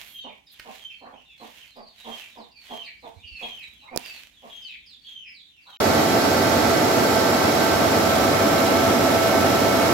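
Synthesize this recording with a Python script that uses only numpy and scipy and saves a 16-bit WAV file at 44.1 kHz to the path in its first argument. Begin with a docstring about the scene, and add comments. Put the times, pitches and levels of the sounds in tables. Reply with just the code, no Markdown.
"""Chicks peep and a hen clucks in a hard-walled farm shed, while a hand rustles and taps on the camera,
close to the right microphone. The chicks whistle in falling and rising glides; the hen pushes rough
pulses through her throat. After an instant of silence we stand by a belt-driven rice mill at full
speed: its rotor sings a stack of orders, motor and shafts hum, sheet panels ring, and air and grain
rush through the housing."""
import sys
import numpy as np
from scipy import signal
from scipy.fft import rfft, irfft, next_fast_len
from scipy.io import wavfile
from scipy.ndimage import map_coordinates

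SR = 44100
rng = np.random.default_rng(int(sys.argv[2]) if len(sys.argv) > 2 else 0)


def int16_out(signal):
    """Quantize to a 16-bit WAV file."""
    q = np.round(np.clip(np.atleast_2d(signal).T, -1, 1) * 32767)
    wavfile.write(sys.argv[1], SR, q.astype(np.int16))


N = 437913

SHED_END_S, MILL_START_S = 5.771, 5.802
BLADE_PASS_HZ = 220.15
# how alike the mill's rush arrives at the two microphones: f/Hz, likeness/1
MILL_LIKENESS = [(100, 0.88), (200, 1), (350, 0.59), (700, 0.4), (1300, 0), (3000, 0), (12000, 0.032)]


def chicks(far_db=-58, far_calls=34, sag_octaves_per_s=1.1, query_start_hz=2100, beak_hz=1880):
    """Near chicks cry, chirp and peep; the rest of the brood chatters farther off, with more room sound."""
    # the nearest chick holds a note, then breaks downward: t/s, length/s, level/dB, pan/dB
    cries = [(0.073, .26, -44.5, -3), (0.766, 0.19, -43.5, -4), (1.565, 0.096, -51.5, -5),
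             (2.038, 0.23, -44, -3), (2.657, .24, -43.5, -2), (3.419, 0.23, -41.5, -2),
             (4.487, .28, -44, 2.5), (5.04, .27, -44.5, -1), (5.68, 0.099, -51.5, 1)]
    # pitch of every cry at start, knee and end: f/Hz
    cry_hz = [3356, 3056, 2140]
    # quick diving chirps: t/s, length/s, level/dB
    chirps = [(0.463, .09, -56), (1.72, .09, -66), (2.371, 0.096, -54.5), (2.833, 0.074, -50.5),
              (2.986, 0.085, -62), (3.584, 0.091, -49), (4.618, 0.12, -50), (4.859, 0.1, -50.5),
              (5.318, 0.11, -52), (5.607, 0.089, -62)]
    # pitch of every chirp at start, knee and end: f/Hz
    chirp_hz = [5240, 4000, 3170]
    # plain peeps that sag evenly: t/s, length/s, first f/Hz, level/dB
    peeps = [(0.125, 0.24, 3970, -54.5), (.93, 0.14, 4520, -63), (1.25, 0.13, 3640, -56),
             (1.755, 0.22, 4870, -57), (1.97, 0.094, 3940, -51.5), (2.509, 0.15, 4750, -54.5),
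             (3.229, 0.27, 2914, -42), (3.251, 0.26, 4750, -52.5), (3.763, 0.14, 4140, -57.5),
             (3.979, .22, 2856, -45.5), (4.035, 0.085, 4840, -47), (4.09, 0.1, 4480, -52),
             (4.676, 0.077, 2600, -48), (4.985, .12, 4650, -61), (5.257, .08, 5260, -56),
             (5.655, 0.085, 3990, -52)]
    # rising, questioning peeps: t/s, length/s, last f/Hz, level/dB
    queries = [(1.125, .09, 3630, -58.5), (3.16, .08, 2850, -61), (3.874, 0.11, 2690, -50.5)]
    out = np.zeros((2, N))
    for s, length, db, pan_db in cries:
        call = peep(length, cry_hz, knee=.64, loudest=0.48, break_curve=.8, waver=.007,
                    overtone_db=-22.5, rasp_db=-19, break_db=22, rasp_hz=1295, swell_db=6.5)
        add(out, s, amp(db) * sides(pan_db) * in_shed(call, wet_db=3))
    for s, length, db in chirps:
        call = peep(length, chirp_hz, knee=.5, overtone_db=-23, rasp_db=-13.5, swell_db=5)
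        add(out, s, amp(db) * sides(-5) * in_shed(call, wet_db=3))
    for s, length, first_hz, db in peeps:
        pitches = first_hz * 2 ** (-sag_octaves_per_s * length * np.array([0, .5, 1]))
        call = peep(length, pitches, overtone_db=-27, rasp_db=-12.5, break_db=12, swell_db=9.5)
        add(out, s, amp(db) * sides(-3.5) * in_shed(call, wet_db=0))
    for s, length, last_hz, db in queries:
        call = peep(length, np.geomspace(query_start_hz, last_hz, 3), swell_db=2)
        add(out, s, amp(db) * sides(-7) * in_shed(call, wet_db=0))
    for k, (when, high, faint) in enumerate(rng.random((far_calls, 3))):
        s = (k + when) * SHED_END_S / far_calls
        pitches = (2700 + 1700 * high) * np.array([1.1, .95, .75])
        call = peep(.11, pitches, overtone_db=-21, rasp_db=-14, swell_db=2)
        add(out, s, amp(far_db - 4.7 * faint) * sides(-1.4) * in_shed(call, wet_db=11))
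    # a chick is too small to radiate much below beak_hz
    return filtered(out, lambda hz: 1 / np.sqrt(1 + (beak_hz / (hz + 1)) ** 10))


def peep(length, pitches, knee=0.52, loudest=0.49, break_curve=1.097, waver=0.0111, overtone_db=-21,
         rasp_db=-16, break_db=10, rasp_hz=1000, swell_db=8, swell_width=0.24, edge_s=0.0097):
    """A chick's whistle swells, glides to its knee, then breaks hoarsely away to its last pitch."""
    t = np.arange(int(length * SR)) / SR
    u, size = t / length, len(t)
    first_hz, knee_hz, last_hz = pitches
    to_knee = np.minimum(u / knee, 1)
    past_knee = np.maximum(u - knee, 0) / (1 - knee)
    pitch = first_hz + (knee_hz - first_hz) * to_knee + (last_hz - knee_hz) * past_knee ** break_curve
    phase = 2 * np.pi * np.cumsum(pitch * (1 + waver * wobble(108.4, size))) / SR
    gate = np.minimum(np.minimum(t, length - t) / edge_s, 1)
    arch_db = swell_db * np.exp(-((u - loudest) / swell_width) ** 2)
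    swell = unit(gate * amp(arch_db + 4.5 * wobble(70.5, size)))
    fringe = wobble(rasp_hz, size) * np.sin(phase) + wobble(rasp_hz, size) * np.cos(phase)
    rasp = amp(rasp_db + break_db * np.abs(2 * u - 1)) * fringe  # cleanest in mid-call
    overtone = amp(overtone_db + 3 * wobble(300, size)) * np.sin(2 * phase)
    return unit(np.sin(phase) + overtone + rasp) * swell


def hen(typical_hz=237.2, typical_s=0.0638, fall=0.259, jitter=0.054, lead_s=0.00027):
    """Clucks are short falling runs of rough pulses through the throat; whines are hoarse single notes."""
    # clucks, a little to the right: t/s, length/s, level/dB
    clucks = [(0.234, 0.061, -41), (0.643, 0.08, -42), (1.004, 0.058, -46), (1.055, 0.029, -42),
              (1.123, 0.03, -44), (1.395, 0.069, -42.5), (1.753, 0.072, -42.5), (2.04, 0.086, -38.5),
              (2.354, 0.073, -42.5), (2.69, .065, -37), (3.025, 0.064, -39.5), (3.408, 0.061, -37.5),
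              (3.908, 0.056, -38), (4.421, 0.067, -44.5)]
    # resonances of her throat: f/Hz, gain/dB
    throat = [(120, -22), (220, -12), (330, -12), (480, -9), (680, -4), (950, -7.5), (1130, -12.5),
              (1350, -27), (2500, -25.5), (5000, -93)]
    # whining notes: t/s, length/s, f/Hz, level/dB
    whines = [(1.037, 0.05, 1216, -51), (3.803, 0.12, 948, -54), (5.649, 0.068, 1010, -53.5)]
    out = np.zeros((2, N))
    for s, length, db in clucks:
        pitch_hz = typical_hz * (typical_s / length) ** .13  # shorter clucks are higher
        u = np.linspace(0, 1, int(length * SR))
        cycles = np.cumsum(pitch_hz * (1 + fall * (.5 - u) + jitter * wobble(206, len(u)))) / SR
        pulses = unit(np.diff(np.floor(cycles), prepend=0))
        voice = unit(filtered(pulses + rng.standard_normal(len(u)), colour(throat)))
        chest = 0.3 * u * np.cos(2 * np.pi * cycles)  # the fundamental grows as the note falls
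        cluck = (voice + chest) * np.interp(u, [0, .35, .75, 1], [0, 1, 1, 0])
        add(out, s, amp(db) * sides(-4.5) * in_shed(cluck, wet_db=-1.5))
    for s, length, pitch_hz, db in whines:
        size = int(length * SR)
        cycles = np.cumsum(pitch_hz * (1 + 0.23 * wobble(700, size))) / SR
        whine = unit(np.sin(2 * np.pi * cycles) * np.hanning(size))
        add(out, s, amp(db) * in_shed(whine, wet_db=4))
    # the right microphone is nearer and hears her first
    return filtered(out, lambda hz: np.exp(1j * np.pi * hz * lead_s * np.array([[-1], [1]])))


def mill(move_s=(7.7, 8.6), slip=0.000696):
    """The running mill, as the camera shifts from spot A to spot B in its standing waves."""
    start = round(MILL_START_S * SR)
    t = np.arange(start, N) / SR
    spot = np.interp(t, move_s, [0, 1])
    clock = np.cumsum(1 + slip * wobble(3.03, len(t))) / SR  # belt slip sways all speeds together
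    out = air_and_grain(clock) + rotor(clock, spot) + drive_hum(clock, spot) + panels(spot)
    return np.pad(out, ((0, 0), (start, 0)))


def air_and_grain(clock, roar_db=-19.5, hiss_db=-28.5, belt_lap_hz=9.87, blades=5, chop=0.055):
    """Air and grain rush through the mill; part repeats with each belt lap and each turn of the rotor."""
    # low roar of air and grain: f/Hz, density/dB
    roar_colour = [(25, -33), (50, -24.5), (90, -6), (170, -7.5), (250, 1), (400, -3), (530, -4.5),
                   (740, -2.5), (950, -10), (1350, -9.5), (1480, -13.5), (2100, -15), (2500, -18),
                   (5000, -52)]
    # hiss of the husks: f/Hz, density/dB
    husk_colour = [(900, -39), (1800, -32), (2500, -8), (3300, -2.5), (4450, -2.5), (4850, -4.5),
                   (5200, -2), (5800, -5), (6400, -6.5), (7400, -6), (8300, -11), (10300, -11),
                   (12000, -6.5), (14000, -13), (16000, -12)]
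    size = len(clock)
    belt = amp(-6) * rattle(colour(roar_colour), belt_lap_hz, clock)
    dull_husks = lambda hz: colour(husk_colour)(hz) / (1 + (hz / 7500) ** 4)
    shaft = amp(-8) * rattle(dull_husks, BLADE_PASS_HZ / blades, clock)
    roar_gain = amp(roar_db + 0.45 * wobble(21.99, size)) * sides(-2.5)
    roar = roar_gain * unit(rush(colour(roar_colour), MILL_LIKENESS)[:, -size:] + belt)
    hiss_gain = amp(hiss_db + 0.54 * wobble(150, size)) * sides(-4.5)
    hiss = hiss_gain * unit(rush(housing(husk_colour), MILL_LIKENESS)[:, -size:] + shaft)
    # every pass of a blade chops the hiss a little
    return roar + hiss * (1 + chop * np.sin(2 * np.pi * BLADE_PASS_HZ * clock))


def rattle(gain, turn_hz, clock):
    """Noise that repeats with every turn of a shaft or belt; its bass is alike at both microphones."""
    pattern = rng.standard_normal((2, round(SR / turn_hz)))
    laps = pattern[:, np.round(clock * SR).astype(int) % pattern.shape[1]]
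    share = lambda hz: np.sqrt(np.abs(1 + np.array([[1], [-1]]) * along(MILL_LIKENESS, hz)))
    mid, side = filtered(laps, lambda hz: gain(hz) * share(hz))
    return unit(np.array([mid + side, mid - side]))


def housing(points, ripple_db=2.0, spacing_hz=55):
    """A colour rippled by the many small modes of the sheet-metal housing."""
    knots = rng.standard_normal(1024)
    ripple = lambda hz: map_coordinates(knots, [hz / spacing_hz], mode="mirror")
    return lambda hz: colour(points)(hz) * amp(ripple_db * ripple(hz))


def rotor(clock, spot, trim_db=-1):
    """The rotor sings at whole multiples of the rate at which its blades pass."""
    # rotor orders: multiple, relative level at A/dB, at B/dB, pan/dB
    orders = [(2, -41, -59, -19), (3, -31.5, -27, 2), (4, -30.5, -33.5, -31), (5, -42.5, -47, -15),
              (6, -35.5, -31, 2.5), (7, -39, -40, -1), (8, -43.5, -42, -14), (9, -42, -72, -2),
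              (10, -43, -42, -2), (11, -62, -49, 3), (13, -48, -48, 28), (15, -52.5, -50, 45)]
    return sum(tone(order * BLADE_PASS_HZ * clock, trim_db + a_db + spot * (b_db - a_db), pan_db)
               for order, a_db, b_db, pan_db in orders)


def drive_hum(clock, spot, trim_db=-1.5):
    """Motor, belts and shafts hum, each at its own pitches."""
    # tones of the drive: f/Hz, relative level at A/dB, at B/dB, pan/dB
    lines = [(67.3, -58, -52, -3), (87.5, -41, -39, -3), (100.9, -40, -38, -4), (173.6, -46, -44, -10),
             (261.1, -41, -35, -12), (388.9, -37, -42, 0), (476.4, -35, -34, 12), (562.6, -40, -34, -7),
             (576, -36, -35, 1), (635.2, -38, -39, -2), (670.4, -34, -29, 1), (744.2, -38, -39, -3),
             (1341.8, -41, -42, -2), (1390.2, -43, -44, 2), (1405, -46, -46, -1), (1897.6, -50, -48, -5),
             (2012, -49, -49, -3), (2481.7, -52, -54, 1), (2847.8, -59, -47, -4), (2932.6, -52, -53, 0),
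             (3083.3, -51, -53, 3), (3215.2, -53, -52, -3), (5209.7, -56, -50, -6), (5376.6, -49, -64, -15),
             (5706.3, -54, -55, -4)]
    return sum(tone(hz * clock, trim_db + a_db + spot * (b_db - a_db), pan_db)
               for hz, a_db, b_db, pan_db in lines)


def tone(cycles, db, pan_db, flutter_db=1.16, blur_rad=0.23, spread_rad=0.47):
    """One machine line; vibration makes it flutter, and reflections shift it between the microphones."""
    blur = blur_rad * wobble(14, len(cycles))
    lag = spread_rad * rng.uniform(-0.76, 1) * np.array([[.5], [-.5]])
    phase = 2 * np.pi * (cycles + rng.random()) + blur + lag
    return np.sqrt(2) * amp(db + flutter_db * wobble(9, len(cycles))) * sides(pan_db) * np.sin(phase)


def panels(spot):
    """Sheet panels and screens ring in narrow bands of noise."""
    # panel resonances: f/Hz, width/Hz, level at A/dB, at B/dB
    modes = [(338, 29, -39.5, -39), (655, 65, -35, -40), (1190, 24, -39, -38.5), (1551, 25, -35.5, -41),
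             (2190, 70, -51, -42), (4470, 46, -39, -51), (5220, 220, -43, -52), (5460, 30, -52, -49),
             (6200, 40, -48, -64), (7370, 60, -49, -61)]
    out = np.zeros((2, len(spot)))
    for hz, width, a_db, b_db in modes:
        ring = filtered(rng.standard_normal(out.shape), lambda f: 1 / (1 + 2 * ((f - hz) / width) ** 2))
        out += amp(a_db + spot * (b_db - a_db)) * sides(-3.3) * unit(ring)
    return out


def hand_rustle(trim_db=-2, crackle=0.48, catches_per_s=90):
    """Skin rubs over the camera body, catching in tiny ticks."""
    # skin on the casing: f/Hz, density/dB
    skin = [(100, -18), (700, 0), (1300, -1.5), (1800, 6.5), (3000, 11), (5000, -0.5), (7000, -2),
            (9000, -8.5), (12500, -5), (16000, -9.5)]
    catches = (rng.random(N) < catches_per_s / SR) * rng.standard_normal((2, N))
    slide = rush(colour(skin), likeness=[(300, 0.47), (3000, 0.117)])
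    rub = slide + crackle * unit(filtered(catches, colour(skin)))
    return rubbing() * amp(trim_db + 0.79 * wobble(120)) * sides(-6) * rub


def rubbing(attack_s=0.14, t60_s=0.63, resting_db=-66, uneven_db=1.3):
    """Strength of the rustle: strokes set in, press or ease off, and die away; the skin drags unevenly."""
    # strokes of the hand: t/s, length/s, relative level at start/dB, at end/dB
    strokes = [(0, 0.083, -41.5, -48), (.54, .22, -56.5, -46), (1.451, 0.17, -48.5, -49.5),
               (2.002, 0.19, -51, -42), (2.675, 0.11, -48.5, -48.5), (3.067, 0.035, -60, -61),
               (3.435, 0.28, -47, -58.5), (4.03, 0.16, -43, -46), (4.49, .2, -51.5, -59),
               (5.103, .06, -57, -68), (5.71, .06, -58, -59)]
    t = np.arange(N) / SR
    power = amp(resting_db) ** 2
    for s, length, start_db, end_db in strokes:
        attack = np.clip((t - s) / attack_s + 1, 0, 1) ** 2
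        press_db = np.interp(t, [s, s + length], [start_db, end_db])
        release_db = -60 * np.maximum(t - s - length, 0) / t60_s
        power = power + (attack * amp(press_db + release_db)) ** 2
    return np.sqrt(power) * amp(uneven_db * wobble(25))


def hand_knocks(tick_t60_s=0.0031):
    """Fingers tap the camera and the palm bumps it, right beside the right microphone."""
    # finger contacts: t/s, tick level/dB, tick f/Hz, thud level/dB, thud f/Hz
    taps = [(3.9618, -17.5, 5100, -13, 556), (3.975, -7, 4530, -19, 400), (3.995, -34, 9000, -60, 500)]
    # colour of a finger's tick: f/Hz, gain/dB
    finger = [(500, -6), (4000, -1.5), (9000, 4), (13000, -1.5), (16000, -4)]
    # soft bumps of the palm: t/s, level/dB, f/Hz
    bumps = [(3.163, -40, 90), (3.24, -45, 80), (3.315, -42, 65)]
    out = np.zeros((2, N))
    t = np.arange(SR // 8) / SR
    for s, tick_db, tick_hz, thud_db, thud_hz in taps:
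        scrape = rng.standard_normal(len(t))
        tick = (np.sin(2 * np.pi * tick_hz * t) + scrape) * amp(-60 * t / tick_t60_s)
        contact = amp(tick_db) * filtered(tick, colour(finger))
        contact += amp(thud_db) * thud(t, thud_hz, cycles=2.1)
        add(out, s, sides(-29) * in_shed(contact, wet_db=-26))
    for s, db, hz in bumps:
        add(out, s, amp(db) * sides(-23) * thud(t, hz, cycles=5.7))
    return out


def thud(t, hz, cycles):
    """A low push that dies within a few cycles."""
    push = hz * t / cycles
    return np.sin(2 * np.pi * hz * t) * 16 * push * amp(-60 * push)


def fingertip():
    """A fingertip brushes the camera in short sweeps of very fine hiss."""
    # quick brushes: t/s, length/s, level/dB
    brushes = [(0, 0.22, -52), (0.513, 0.039, -54), (1.662, .012, -61), (1.765, .012, -62),
               (2.18, .05, -57), (3.591, .01, -55.5), (3.733, .01, -61)]
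    # their bright hiss: f/Hz, density/dB
    bright = [(2000, -22), (6000, -14), (9000, -10), (12500, 6), (16000, -9)]
    out = np.zeros((2, N))
    for s, length, db in brushes:
        size = int(length * SR)
        hiss = unit(filtered(rng.standard_normal((2, size)), colour(bright)))
        add(out, s, amp(db) * sides(-14) * hiss * np.hanning(size) ** .5)
    return out


def clack(s=.596, db=-32, t60_s=0.038):
    """Something hard and light clacks once in the shed, off to the right."""
    # colour of the knock: f/Hz, gain/dB
    body = [(300, -11), (1100, -17), (1600, 2), (2500, -3), (4500, -8), (8000, -23), (16000, -23)]
    t = np.arange(SR // 8) / SR
    knock = unit(filtered(rng.standard_normal(len(t)), colour(body))) * amp(db - 60 * t / t60_s)
    out = np.zeros((2, N))
    add(out, s, sides(-7) * in_shed(knock, wet_db=-5.5))
    return out


def in_shed(call, wet_db, build_s=0.003):
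    """A sound with the walls' answer, which builds up briefly and is new for each place it comes from."""
    # decay time of the shed: f/Hz, t60/s
    decay = [(200, 0.33), (800, 0.34), (3000, 0.39), (10000, 0.15)]
    hz, t, noise = signal.stft(rng.standard_normal((2, SR // 2)), SR, nperseg=256)
    envelope = amp(-60 * t / along(decay, hz)[:, None]) * (1 - np.exp(-t / build_s))
    _, tail = signal.istft(noise * envelope, SR, nperseg=256)
    answer = amp(wet_db) * tail / np.linalg.norm(tail[0])
    answer[:, 0] += 1  # the direct path
    return signal.fftconvolve(call[None], answer / np.linalg.norm(answer[0]), axes=1)


def room_tone():
    """The still air of the shed, a faint low rumble at the camera."""
    # course of the rumble: t/s, level/dB
    rumble = [(0.0, -64), (0.3, -69.5), (2.81, -68.5), (3.13, -62), (5.7, -70.5)]
    # still air: f/Hz, density/dB
    air = [(25, -20), (55, 1), (110, -7), (260, -6.5), (450, -19.5), (1300, -33.5), (6000, -25),
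           (16000, -39)]
    level_db = np.interp(np.arange(N) / SR, *np.transpose(rumble))
    return amp(level_db) * rush(colour(air), likeness=[(100, 0.65), (1000, 0.085)])


def rush(gain, likeness):
    """Stereo noise of rms 1 with a given colour and left-right likeness."""
    angle = lambda hz: np.arccos(np.clip(along(likeness, hz), -1, 1)) / 2
    white = rng.standard_normal((2, N))
    mid, side = filtered(white, lambda hz: gain(hz) * [np.cos(angle(hz)), np.sin(angle(hz))])
    return unit(np.array([mid + side, mid - side]))


def wobble(rate, size=N):
    """A smooth random curve, rate knots a second."""
    coarse = np.linspace(0, size, size // 32 + 2)
    knots = rng.standard_normal(int(size * rate / SR) + 4)
    return np.interp(np.arange(size), coarse, map_coordinates(knots, [coarse * rate / SR]))


def filtered(x, response):
    """x through a response given against frequency."""
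    size = x.shape[-1]
    padded = next_fast_len(size + 4096)
    return irfft(rfft(x, padded) * response(np.fft.rfftfreq(padded, 1 / SR)), padded)[..., :size]


def colour(points):
    """Gain against frequency for (f/Hz, gain/dB) points."""
    return lambda hz: amp(along(points, hz))


def along(points, hz):
    """Interpolate (f/Hz, value) points on a log frequency axis."""
    freqs, values = np.transpose(points)
    return np.interp(np.log(hz + 1), np.log(freqs + 1), values)


def amp(db):
    """Decibels to gain."""
    return 10 ** (np.asarray(db) / 20)


def unit(x):
    """Scale to rms 1."""
    return x / np.sqrt(np.mean(x ** 2) + 1e-20)


def sides(pan_db):
    """Microphone gains of mean power 1; pan is left level minus right."""
    return unit(amp([[pan_db / 2], [-pan_db / 2]]))


def add(track, s, sound):
    """Mix a stereo sound in at time s."""
    start = round(s * SR)
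    track[:, start:start + sound.shape[1]] += sound[:, :N - start]


def scene():
    """The birds in the still shed, a blink of silence, then the running mill."""
    shed = room_tone() + chicks() + hen() + hand_rustle() + hand_knocks() + fingertip() + clack()
    return shed * (np.arange(N) < SHED_END_S * SR) + mill()


def record(dry):
    """The camera rounds off the hardest peaks and keeps nothing above its band limit."""
    ceiling, top_hz = .85, 15800
    rounded = dry / (1 + np.abs(dry / ceiling) ** 6) ** (1 / 6)
    return filtered(rounded, lambda hz: hz < top_hz)


dry = scene()
out = record(dry)
int16_out(out)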